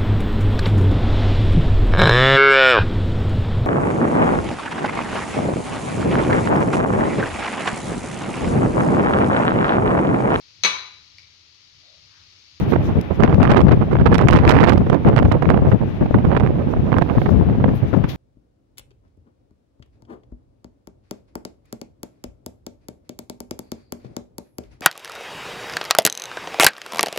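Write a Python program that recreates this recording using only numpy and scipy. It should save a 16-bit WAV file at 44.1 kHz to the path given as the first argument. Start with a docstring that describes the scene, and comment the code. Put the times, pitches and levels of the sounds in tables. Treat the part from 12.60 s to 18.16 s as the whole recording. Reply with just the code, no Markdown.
"""A gale on the open deck of a cargo ship buffets the two microphone ports of a hand-held camera.
From the start each port rumbles with its own flow and eddies, over a rush of sea and rigging that settles
after a surge. Fingers brush the case and a drop of spray ticks on it, both short filtered hisses. Strong
gusts then overload the input, with bursts of pressure spikes on the right port that reach into the treble;
later the spikes thin out, and one last, louder brush comes just before the end."""
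import sys
import numpy as np
from scipy import signal
from scipy.fft import rfft, irfft, next_fast_len
from scipy.io import wavfile
from scipy.ndimage import uniform_filter1d, minimum_filter1d, map_coordinates

SR = 44100
rng = np.random.default_rng(int(sys.argv[2]) if len(sys.argv) > 2 else 0)


def wav_record(signal):
    """Record a signal, one row per channel, as 16-bit PCM in the file named by sys.argv[1]."""
    frames = np.transpose(np.atleast_2d(signal))
    bounded = np.clip(frames, -1, 1)
    # unit amplitude maps onto the largest positive 16-bit level
    quanta = np.round(bounded * 32767).astype(np.int16)
    wavfile.write(sys.argv[1], SR, quanta)


N = 245195

# a moderate wind (dB): the laws of brightness and of swing speed count from here
BREEZE_DB = -20


def amp(db):
    """Decibels to gain."""
    return 10 ** (np.asarray(db) / 20)


def unit(x):
    """x at rms 1."""
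    return x / np.sqrt(np.mean(x ** 2) + 1e-20)


def along(points, hz):
    """(Hz, value) points read on a log frequency axis."""
    f, v = np.transpose(points)
    return np.interp(np.log(hz + 1), np.log(f + 1), v)


def clock():
    """Time of every sample in seconds."""
    return np.arange(N) / SR


def wobble(rate):
    """A smooth random curve of rms 1, with rate knots a second."""
    knots = rng.standard_normal(int(N * rate / SR) + 4)
    return unit(map_coordinates(knots, [np.arange(N) * rate / SR]))


def filtered(x, response):
    """x times a gain that depends on frequency."""
    m = next_fast_len(N + SR // 4)
    gain = response(np.fft.rfftfreq(m, 1 / SR))
    return irfft(rfft(x, m) * gain, m)[..., :N]


def noise(spectrum):
    """Noise of rms 1 with the given colour."""
    return unit(filtered(rng.standard_normal(N), lambda hz: amp(along(spectrum, hz))))


def spike(spectrum, size=1024):
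    """A one-sided pressure spike with the given colour and the energy of a millisecond at rms 1."""
    log_gain = np.log(amp(along(spectrum, np.fft.rfftfreq(size, 1 / SR))))
    # folding the cepstrum forward in time gives minimum phase: the spike starts at once
    cepstrum = irfft(log_gain)
    cepstrum[1:size // 2] *= 2
    cepstrum[size // 2 + 1:] = 0
    shape = irfft(np.exp(rfft(cepstrum)))
    return shape / np.linalg.norm(shape) * np.sqrt(SR / 1000)


def gusts(flow):
    """Strength of the wind (dB) at every sample."""
    return np.interp(clock(), *np.transpose(flow))


def eddies(port, flow, big_corner_hz, small_corner_hz, small_db, spread_db, small_length, count=45):
    """Big eddies of one port, and small ones shed at random: (s, level dB, half length s, breeze corner Hz)."""
    # Big eddies, each a separate thump. Each row: time in seconds, level in dB before the port's trim,
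    # half length in seconds, brightness in octaves from the port's corner, port that it hits.
    thumps = [(0.028, -14.5, 0.02, -0.5, "L"), (0.131, -5.5, 0.013, -0.1, "R"),
              (0.159, -3.5, 0.0045, -0.5, "R"), (0.188, -16.5, 0.01, -1, "L"),
              (0.297, -14, .014, -0.8, "R"), (0.367, -12.5, 0.017, 0.1, "L"),
              (0.394, -9.5, .012, -1.5, "R"), (0.512, -10.5, 0.012, 0.06, "R"),
              (0.603, -6.5, 0.011, -1, "R"), (0.636, 1, 0.0096, 1.2, "L"), (0.637, -10, 0.015, 0.5, "R"),
              (0.688, -10, 0.02, -0.5, "R"), (0.689, -9.5, 0.014, -0.5, "L"), (.73, -7.5, .008, -0.5, "R"),
              (0.785, -5.5, .007, 0, "L"), (0.807, 4, 0.0099, 0.5, "L"), (0.828, -3.5, 0.0091, 0.3, "R"),
              (0.852, -15, 0.0086, 2, "L"), (0.923, -3.5, 0.0051, 7, "L"), (0.905, -4.5, 0.011, 1, "R"),
              (0.971, 1, 0.0066, 0.6, "R"), (1.038, -3, 0.016, -1.3, "L"), (1.032, -12, 0.018, -2.5, "R"),
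              (1.07, -5, .005, 0.5, "L"), (1.088, -4, .007, 2.1, "L"), (1.118, -12, 0.013, 1, "R"),
              (1.134, 0, 0.006, 1, "L"), (1.174, -10.5, 0.006, -6, "L"), (1.175, -5.5, 0.0046, -1.2, "R"),
              (1.218, -10.5, 0.014, -0.5, "R"), (1.327, -10, 0.019, -0.46, "R"),
              (1.354, -3, 0.0035, 1, "L"), (1.4, -16.5, 0.022, 0.4, "R"), (1.406, -7.5, 0.025, -1.5, "L"),
              (1.421, -7, .012, -2, "R"), (1.464, -2.5, 0.01, 0.3, "R"), (1.492, -7.5, 0.0086, -1, "L"),
              (1.525, -7.5, 0.017, 0, "R"), (1.526, -10.5, 0.0065, 0.5, "L"), (1.553, 3.5, 0.004, 8, "R"),
              (1.608, -6, 0.02, 0, "R"), (1.652, -5.5, 0.012, -0.2, "L"), (1.692, -7.5, 0.0047, 4.5, "R"),
              (1.717, -4, 0.01, -4, "R"), (1.747, -11, 0.039, 2.6, "R"), (1.748, -3, 0.0088, -1, "L"),
              (1.809, -12.5, 0.016, -0.8, "L"), (1.844, -6, 0.024, -0.4, "R"), (1.875, -7, 0.015, 2, "L"),
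              (1.897, 3.5, 0.012, 8, "R"), (1.922, -6.5, 0.0035, 3, "R"), (1.936, -10, 0.012, 0.5, "L"),
              (1.961, -6.5, 0.025, -0.5, "R"), (1.965, -9.5, 0.0085, .4, "L"), (2.03, -8, 0.015, -0.1, "L"),
              (2.006, -4.5, 0.0073, 1.5, "R"), (2.04, -8.5, 0.0084, 2, "R"), (2.081, -0.5, 0.012, 13, "R"),
              (2.121, -14, 0.015, 1.8, "R"), (2.147, -0.5, 0.0084, -3, "R"),
              (2.177, -2.5, 0.003, -1.3, "R"), (2.206, -9.5, 0.015, -0.5, "L"),
              (2.221, -9.5, 0.012, -1.48, "R"), (2.267, -12.5, 0.0043, -0.3, "R"),
              (2.3, -0.5, 0.0033, -1.2, "R"), (2.338, -7, 0.023, -0.5, "R"), (2.466, -6, 0.018, 0.5, "L"),
              (2.472, -6, 0.015, -0.3, "R"), (2.499, -10.5, 0.008, 1.5, "L"), (2.532, -11, 0.027, -.5, "R"),
              (2.544, -12, 0.01, -0.5, "L"), (2.576, -2.5, 0.0096, 0.3, "R"),
              (2.61, -11.5, 0.0064, -2.2, "R"), (2.627, -5, 0.0049, -0.7, "R"),
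              (2.66, -9.5, 0.027, -2, "L"), (2.653, -8, 0.016, -1, "R"), (2.722, -2, 0.0075, 0.6, "R"),
              (2.747, -11, 0.021, -1, "R"), (2.765, -18.5, .011, 0, "L"), (2.826, -5.5, 0.0065, -0.5, "R"),
              (2.848, -11, 0.0074, -0.6, "R"), (2.88, -8, 0.021, -0.6, "L"), (2.905, -4, 0.012, -0.5, "R"),
              (2.943, -5.5, 0.007, -0.5, "R"), (2.977, -10, 0.016, -0.5, "R"),
              (3.024, -7.5, 0.0075, -0.5, "L"), (3.062, -8.5, 0.017, -0.5, "R"),
              (3.079, -9.5, 0.018, 0, "L"), (3.121, -9, 0.0067, 0.5, "R"), (3.139, -5, 0.014, -0.3, "L"),
              (3.221, -8, 0.018, -0.52, "R"), (3.422, -7, 0.015, 0, "L"), (3.417, -14.5, 0.017, 0, "R"),
              (3.456, -12.5, 0.0076, -0.4, "R"), (3.511, -5, 0.003, 0, "L"),
              (3.548, -5.5, 0.005, -0.6, "R"), (3.552, -9.5, 0.019, 0, "L"), (3.587, -11, 0.015, -1, "R"),
              (3.651, -7, 0.012, -1, "R"), (3.673, -12.5, 0.0088, -0.1, "L"),
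              (3.684, -10, 0.0059, -1.5, "R"), (3.724, -12, 0.029, -0.65, "R"),
              (3.771, -0.5, 0.0046, 0, "R"), (3.81, -11, 0.017, -1.5, "R"), (3.827, -17, 0.018, -1, "L"),
              (3.835, -3, 0.0066, -1, "R"), (3.855, -12, .01, -0.3, "R"), (3.904, -9.5, 0.0033, -1.5, "R"),
              (4, -18, 0.023, -0.5, "R"), (4.076, -9.5, 0.0062, -0.8, "R"),
              (4.136, -1.5, 0.0029, -0.6, "R"), (4.169, -12, .008, -0.74, "R"),
              (4.228, -10.5, 0.0062, -2, "R"), (4.197, -10.5, 0.0079, -1, "L"),
              (4.271, -18.5, 0.045, -0.7, "R"), (4.285, -16, 0.0087, -0.5, "L"),
              (4.331, -6, .015, -1.1, "R"), (4.367, -9, 0.012, -0.4, "R"), (4.384, -7, 0.0095, -0.95, "R"),
              (4.375, -13.5, 0.012, -2.5, "L"), (4.42, -3.5, 0.0053, 0, "R"),
              (4.509, -14, 0.032, -0.4, "R"), (4.557, -12.5, 0.0078, -.5, "R"),
              (4.575, -1, 0.0082, 0.1, "L"), (4.58, -11, 0.0056, 1, "R"), (4.619, -0.5, 0.0024, 0, "R"),
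              (4.662, -8.5, 0.0061, 0, "R"), (4.689, -9, 0.0046, 1.5, "L"), (4.725, -8, 0.026, -0.5, "L"),
              (4.766, -12.5, 0.02, -1.5, "L"), (4.808, -10, 0.015, -0.1, "L"),
              (4.828, -18, 0.012, -0.5, "R"), (4.879, -12, 0.009, -1.8, "R"),
              (4.894, -15, 0.0075, 0.13, "R"), (4.916, -12.5, .014, -0.5, "L"),
              (4.985, -8.5, 0.0028, -.5, "L"), (5.007, -13, 0.011, -.5, "R"), (5.044, 4, 0.0039, -0.5, "R"),
              (5.083, -13.5, 0.009, 0.1, "R"), (5.062, -10, 0.007, 0, "L"), (5.086, -8.5, 0.018, -1, "L"),
              (5.136, -11.5, 0.0051, -0.3, "R"), (5.234, -10, 0.013, 0, "R"), (5.338, -10.5, 0.012, 1, "L"),
              (5.372, -6.5, 0.011, 0, "L"), (5.443, -18, 0.0071, 2.6, "R"), (5.446, -9, 0.0078, -1.5, "L")]
    big = [(s, db, length, big_corner_hz * 2 ** octaves)
           for s, db, length, octaves, side in thumps if side == port]
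    times = (np.arange(count) + rng.random(count)) / count * N / SR
    size, stretch = np.clip(rng.standard_normal((2, count)), -2, 2)
    levels = np.interp(times, *np.transpose(flow)) + small_db + spread_db * size
    lengths = small_length * 2 ** (stretch / 2)
    return big + list(zip(times, levels, lengths, np.full(count, small_corner_hz)))


def turbulence(count=14):
    """Port noise cut into overlapping bands: their centres (Hz) and their waveforms."""
    # Turbulent pressure at a port, before the corner takes the treble away.
    # Each row: frequency in Hz, relative level in dB per Hz.
    port_colour = [(20, -25.5), (32, -26), (55, -8.5), (85, -2.5), (150, -1.5), (300, -6), (1000, -10),
                   (2200, -13.5), (4500, -19), (8000, -26), (16000, -23)]
    centres = np.geomspace(40, 14000, count)

    def split(hz):
        """Overlapping triangles on a log axis, which add up to 1."""
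        return np.array([np.interp(np.log(hz + 1), np.log(centres), row) for row in np.eye(count)])

    pressure = noise(port_colour)
    # even out its slow swells, so that flow and eddies alone set the level
    pressure /= np.sqrt(np.abs(uniform_filter1d(pressure ** 2, size=SR // 50)) + 1e-9)
    return centres[:, None], filtered(pressure, split)


def buffet(flow, whirls, calm_corner_hz, top_corner_hz, doubling_db, flow_db, eddy_db, swirl_db,
           swirl_brightens, eddy_follows, flutter_db, tear_db, steepness):
    """Wind on one port: faster air holds smaller whirls, so it is both louder and brighter."""
    t = clock()
    centres, bands = turbulence()
    share = np.mean(bands * bands.sum(0), axis=1, keepdims=True)

    def colour(breeze_corner_hz, gust_db):
        """Power gain of each band, keeping the total, for a roll-off whose corner rises with the gust."""
        free_hz = breeze_corner_hz * 2 ** ((gust_db - BREEZE_DB) / doubling_db)
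        corner_hz = free_hz / np.hypot(1, free_hz / top_corner_hz)
        power = (1 + (centres / corner_hz) ** 2) ** -steepness
        return power / np.sum(power * share, axis=0)

    wind_db = gusts(flow)
    swirl = swirl_db * wobble(36)
    flow_power = amp(wind_db + swirl + flow_db) ** 2
    power = flow_power * colour(calm_corner_hz, wind_db + swirl_brightens * swirl)

    for s, db, length, corner_hz in whirls:
        near = slice(*np.searchsorted(t, [s - 3 * length, s + 3 * length]))
        age = (t[near] - s) / length
        # an eddy arrives as a steep front and leaves gradually
        front = .5 + .5 * np.tanh(7 * (age + 0.71))
        envelope = front * np.exp(-age ** 2)
        # its brightness follows the gust that carries it by the share eddy_follows
        carried_db = BREEZE_DB + eddy_follows * (np.interp(s, t, wind_db) - BREEZE_DB)
        power[:, near] += amp(db + eddy_db) ** 2 * envelope * colour(corner_hz, carried_db)

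    # small whirls come in clumps of a few milliseconds, the more so the higher they sound
    smallness = centres / (centres + 600)
    clump_db = flutter_db * wobble(110) + tear_db * wobble(450)
    # peaks are held to 8 dB before each band returns to rms 1
    clumps = amp(smallness * np.minimum(clump_db, 8))
    clumps /= np.sqrt(np.mean(clumps ** 2, axis=1, keepdims=True))
    return np.sum(bands * np.sqrt(power) * clumps, axis=0)


def sea(spectrum, level_db, swell_db, flicker_db):
    """Breaking waves and wind in the rigging: a rush that settles after a surge and whose treble flickers."""
    surge_start_db, surge_end_db, surge_fall_s = 5.5, 0.4, 0.57  # relative to level_db; time constant
    rush = noise(spectrum)
    body = filtered(rush, lambda hz: 1 / (1 + (hz / 4500) ** 6))
    hiss = (rush - body) * amp(flicker_db * wobble(27))
    surge_db = surge_end_db + (surge_start_db - surge_end_db) * np.exp(-clock() / surge_fall_s)
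    swell = swell_db * wobble(6.4)
    return amp(level_db + surge_db + swell) * (body + hiss)


def brushes():
    """Short hisses of skin sliding on the case, some airier than others."""
    # Strokes of the fingers. Each row: time of the peak in seconds, level in dB as heard on the near side,
    # rise and fall time constants in seconds, extra air above 8.5 kHz in dB.
    strokes = [(.01, -49, 0.028, 0.024, 0), (.11, -42, 0.023, .025, 3), (4.62, -48, 0.15, 0.15, 0.5),
               (5.156, -51, .008, .022, 14), (5.493, -32, 0.0057, 0.028, -0.5)]
    # Hiss of a stroke. Each row: frequency in Hz, relative level in dB per Hz.
    skin_colour = [(800, -19.5), (2000, 1), (3500, 8), (6500, -6.5), (8500, -24), (12000, -7), (15500, -12)]
    t = clock()
    hiss = noise(skin_colour)
    air = filtered(hiss, lambda hz: hz > 8500)
    total = np.zeros(N)
    for s, db, rise, fall, air_db in strokes:
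        envelope = np.exp(-np.maximum((s - t) / rise, (t - s) / fall))
        total += amp(db) * envelope * (hiss - air + amp(air_db) * air)
    return total


def crackle(flow, onset_db, width_db, peak_db, growth, spread_db, edge_db, count=700):
    """Lesser cracks, denser and harder as a gust climbs past the onset: (s, pop dB, edge dB)."""
    place, chance, size = rng.random((count, 3)).T
    times = (np.arange(count) + place) / count * N / SR
    over_db = np.interp(times, *np.transpose(flow)) - onset_db
    torn = chance < .5 + .5 * np.tanh(over_db / width_db)
    levels = (peak_db + growth * over_db + spread_db * (2 * size - 1))[torn]
    return list(zip(times[torn], levels, levels + edge_db))


def cracks(rows, pop_db, edge_db, slap_db, slap_rise, slap_fall, slap_growth,
           tear_length, tear_doubling_db, count=3):
    """Sharp pressure swings overload the port: a pop, a dull slap and a clipped edge, longer if harder."""
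    # Pop of a crack. Each row: frequency in Hz, relative level in dB per Hz.
    pop_colour = [(150, -3), (500, 2), (1000, 2.5), (1500, -3), (2400, -8), (3500, -20.5), (6000, -55),
                  (10000, -72.5)]
    # Hard clipped edge of a crack. Each row: frequency in Hz, relative level in dB per Hz.
    edge_colour = [(200, -17), (1000, -5), (2700, 9), (5000, -0.5), (7000, -9), (10000, -16.5),
                   (15500, -24.5)]
    # Dull slap that comes with a crack. Each row: frequency in Hz, relative level in dB per Hz.
    slap_colour = [(80, -3.5), (250, -3.5), (900, -8), (2000, -18.5), (4000, -40.5), (9000, -64.5)]
    # time between swings in a breeze, its scatter between cracks, loss per swing
    swing_s, scatter_octaves, swing_loss_db = .00055, 0.5, 2.5
    swing_halving_db = 15  # gain in level that halves the time between swings
    hard_db = -40  # an edge of middling hardness: the length of a tear counts from here

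    def sample_at(seconds):
        return np.clip((seconds * SR).astype(int), 0, N - 1)

    t = clock()
    pops, edges, slaps = np.zeros((3, N))
    swing = np.arange(count)
    sizes = (-1) ** swing * amp(-swing_loss_db * swing)
    sizes /= np.linalg.norm(sizes)
    snap = np.arange(2 * count)
    chances = rng.uniform(-1, 1, (len(rows), 2 * count + 2))
    for (s, db, row_edge_db), chance in zip(rows, chances):
        # a stronger crack swings faster
        gap = swing_s * 2 ** (scatter_octaves * chance[0] - (db - BREEZE_DB) / swing_halving_db)
        at = sample_at(s + gap * (swing - 1 + chance[2:2 + count] / 4))
        pops[at] += np.sign(chance[1]) * sizes * amp(db + pop_db)

        # the edge is a run of snaps of alternate sign, scattered over the tear
        hardness = 2 ** ((row_edge_db - hard_db) / tear_doubling_db)
        place = (snap + .5 + chance[2:] / 2) / len(snap) - .5
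        at = sample_at(s + tear_length * hardness * place)
        edges[at] += (-1) ** snap * amp(row_edge_db + edge_db) * np.sqrt(hardness / len(snap))

        near = slice(*np.searchsorted(t, [s - .02, s + .04]))
        age = t[near] - s
        envelope = np.exp(-np.maximum(-age / slap_rise, age / slap_fall))
        slaps[near] += amp(slap_growth * db + slap_db) * envelope
    snaps = signal.fftconvolve(pops, spike(pop_colour)) + signal.fftconvolve(edges, spike(edge_colour))
    return snaps[:N] + slaps * noise(slap_colour)


def drop(level_db, t60):
    """A drop of spray on the case: a dry tick of noise that falls 60 dB in t60 seconds."""
    # Sound of the tick. Each row: frequency in Hz, relative level in dB per Hz.
    tick_colour = [(600, -25), (2000, -0.5), (4500, 0.5), (8500, -10), (12500, -4), (15500, -5)]
    age = clock() - .413
    return (age > 0) * amp(level_db - 60 * np.abs(age) / t60) * noise(tick_colour)


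def scene():
    """The ports share no turbulence; the right one faces the wind, the hand is on the left."""
    # Strength of the gusts over each port. Each row: time in seconds, level in dB before the flow trim.
    left_flow = [(0, -31), (.3, -18.5), (.52, -35), (.68, -17), (1.139, -12.5), (1.25, -19.5), (1.5, -15),
                 (2.2, -17), (2.4, -27), (2.62, -15.5), (2.8, -21), (3.0, -17), (3.2, -18), (3.35, -25),
                 (3.7, -20), (4.15, -21), (4.5, -23.5), (4.8, -11.5), (5.2, -18.5), (5.3, -27),
                 (5.42, -13.5), (5.56, -35)]
    right_flow = [(0, -19), (.28, -16), (.46, -26.5), (.62, -15), (.76, -17.5), (0.831, -13),
                  (0.992, -10.5), (1.051, -17), (1.29, -18), (1.5, -16), (1.76, -12.5), (1.82, -17.5),
                  (1.92, -10.5), (2.1, -12), (2.2, -16), (2.419, -18), (2.6, -15.5), (2.98, -17.5),
                  (3.35, -23.5), (3.75, -14.5), (4.2, -19), (4.37, -16.5), (4.72, -20.5), (5.06, -19.5),
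                  (5.34, -31), (5.56, -26.5)]
    # Rush of sea and rigging on each side. Each row: frequency in Hz, relative level in dB per Hz.
    left_sea = [(60, -14), (300, 10), (550, -2.5), (900, -5.5), (1400, -9), (2500, -12), (3400, -19.5),
                (4100, -25.5), (6000, -36.5), (8500, -57), (12000, -41), (15500, -46)]
    right_sea = [(60, -11), (300, 8.5), (550, 3), (900, -1), (1400, -15), (2500, -19), (3700, -21),
                 (4300, -32), (6000, -33.5), (8500, -52.5), (12000, -42.5), (15500, -54)]
    # Sharp pressure swings that overload the windward port. Each row: time in seconds,
    # level of the pop in dB and of its hard edge in dB, both before their trims.
    sharp_swings = [(0.123, -18, -64.5), (0.137, -20, -65), (0.159, -22.5, -55.5), (0.605, -21.5, -45),
                    (0.636, -0.5, -41.5), (0.661, -18.5, -63), (0.678, -17, -66), (0.697, -23, -65),
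                    (0.72, -25, -68.5), (0.729, -18.5, -66), (0.745, -17, -43), (0.819, -12.5, -70),
                    (0.831, -12.5, -36), (0.84, -26.5, -45), (0.853, -8.5, -51), (0.876, -10.5, -56.5),
                    (0.917, -12.5, -34.5), (0.945, -24, -66), (0.971, -9, -45.5), (0.98, -16.5, -42.5),
                    (1.006, -12.5, -43.5), (1.016, -13.5, -41.5), (1.112, -22.5, -55.5), (1.12, -18, -42),
                    (1.134, -18, -66.5), (1.215, -26, -67.5), (1.223, -31, -67), (1.324, -25.5, -62),
                    (1.334, -22, -61.5), (1.355, -21.5, -64.5), (1.368, -19, -65), (1.388, -20.5, -70),
                    (1.414, -23, -58.5), (1.463, -5, -50.5), (1.48, -23, -69), (1.528, -15, -63.5),
                    (1.545, -7, -29.5), (1.555, -13, -32.5), (1.583, -16, -33), (1.592, -9.5, -58.5),
                    (1.615, -11, -40), (1.639, -25.5, -66), (1.673, -14, -63), (1.686, 0, -30.5),
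                    (1.702, -13, -47.5), (1.71, -18.5, -34.5), (1.728, -7.5, -44.5), (1.733, -13.5, -34.5),
                    (1.741, -28, -42), (1.751, -13.5, -50), (1.762, -11, -38), (1.769, -27, -38),
                    (1.789, -13.5, -43), (1.81, -26, -61), (1.852, -11, -42.5), (1.878, -4.5, -39),
                    (1.895, -13, -21.5), (1.908, 1.5, -27), (1.916, -3.5, -28.5), (1.946, -23.5, -43),
                    (1.969, -12.5, -45), (1.989, -11, -46), (2.005, -8.5, -57), (2.032, -9.5, -47.5),
                    (2.039, -4.5, -38.5), (2.046, -11, -41), (2.079, -18, -38), (2.095, -18, -29.5),
                    (2.122, -11.5, -58.5), (2.134, -27.5, -40), (2.159, -22.5, -61), (2.179, -18.5, -41),
                    (2.3, -14.5, -39), (2.33, -12.5, -46), (2.346, -13.5, -44), (2.449, -20.5, -62),
                    (2.475, -15, -54), (2.488, -19.5, -41.5), (2.564, -14, -37), (2.581, -5, -45.5),
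                    (2.59, -8.5, -37.5), (2.599, -16.5, -66.5), (2.629, -17, -46.5), (2.652, -17.5, -46.5),
                    (2.715, -21, -54), (2.722, -15, -36), (2.743, -21.5, -70), (2.825, -14, -44),
                    (2.856, -19.5, -65), (2.891, -12.5, -63), (2.903, -5, -36.5), (2.943, -16, -59),
                    (2.975, -16, -55.5), (3.118, -26, -62), (3.463, -23, -63), (3.544, -13.5, -58),
                    (3.587, -20.5, -64.5), (3.651, -16, -65), (3.717, -16.5, -64.5), (3.732, -22, -67),
                    (3.751, -18.5, -61.5), (3.766, -11, -50), (3.8, -17.5, -45), (3.807, -18.5, -66),
                    (3.836, -21, -65), (3.864, -18.5, -65.5), (3.874, -20, -62), (4.32, -18, -68.5),
                    (4.329, -10, -59.5), (4.342, -17, -66), (4.367, -15.5, -66), (4.385, -10.5, -39.5),
                    (4.414, -23, -65), (4.422, -17, -43), (4.491, -23, -67.5), (4.499, -16.5, -64),
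                    (4.618, -17, -68.5), (4.662, -18.5, -65), (5.043, -16.5, -62), (5.091, -26, -63),
                    (5.442, -22, -50.5)]

    left_whirls = eddies("L", left_flow, big_corner_hz=356, small_corner_hz=211, small_db=-3.0,
                         spread_db=2.5, small_length=0.014)
    right_whirls = eddies("R", right_flow, big_corner_hz=980, small_corner_hz=300, small_db=-0.5,
                          spread_db=0.0, small_length=0.0079)
    left = buffet(left_flow, left_whirls, calm_corner_hz=215, top_corner_hz=990, doubling_db=32.5,
                  flow_db=-0.5, eddy_db=1.5, swirl_db=3.0, swirl_brightens=0.85, eddy_follows=0.31,
                  flutter_db=2.5, tear_db=8.0, steepness=2.27)
    right = buffet(right_flow, right_whirls, calm_corner_hz=294, top_corner_hz=2260, doubling_db=6.0,
                   flow_db=-1.24, eddy_db=-1.43, swirl_db=2.5, swirl_brightens=0.88, eddy_follows=0.99,
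                   flutter_db=6.0, tear_db=10.5, steepness=2.9)

    left = left + sea(left_sea, level_db=-33.5, swell_db=-0.5, flicker_db=0.4)
    right = right + sea(right_sea, level_db=-35.5, swell_db=0.8, flicker_db=5.5)
    left = left + brushes()
    right = right + amp(-6.5) * brushes()

    right_cracks = list(sharp_swings) + crackle(right_flow, onset_db=-12.5, width_db=1.16, peak_db=-19,
                                                growth=1.0, spread_db=4.5, edge_db=-39.5)
    right = right + cracks(right_cracks, pop_db=3.0, edge_db=15, slap_db=-2.5, slap_rise=0.0011,
                           slap_fall=0.0024, slap_growth=0.67, tear_length=.0026, tear_doubling_db=14)
    left = left + drop(level_db=-19.0, t60=0.0026)
    return np.array([left, right])


def record(dry):
    """One limiter ducks both channels around an overload; what slips past it clips at full scale."""
    threshold = 1.426
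    needed = np.minimum(1, threshold / (np.abs(dry).max(0) + 1e-9))
    # the duck starts a little early and is held a few milliseconds, then its corners are smoothed
    held = minimum_filter1d(needed, size=SR // 140, origin=SR // 800)
    limited = dry * uniform_filter1d(held, size=SR // 250)
    hardness = 8  # sharpness of the bend into clipping
    clipped = limited / (1 + np.abs(limited) ** hardness) ** (1 / hardness)
    return filtered(clipped, lambda hz: hz < 15800)


dry = scene()
out = record(dry)
wav_record(out)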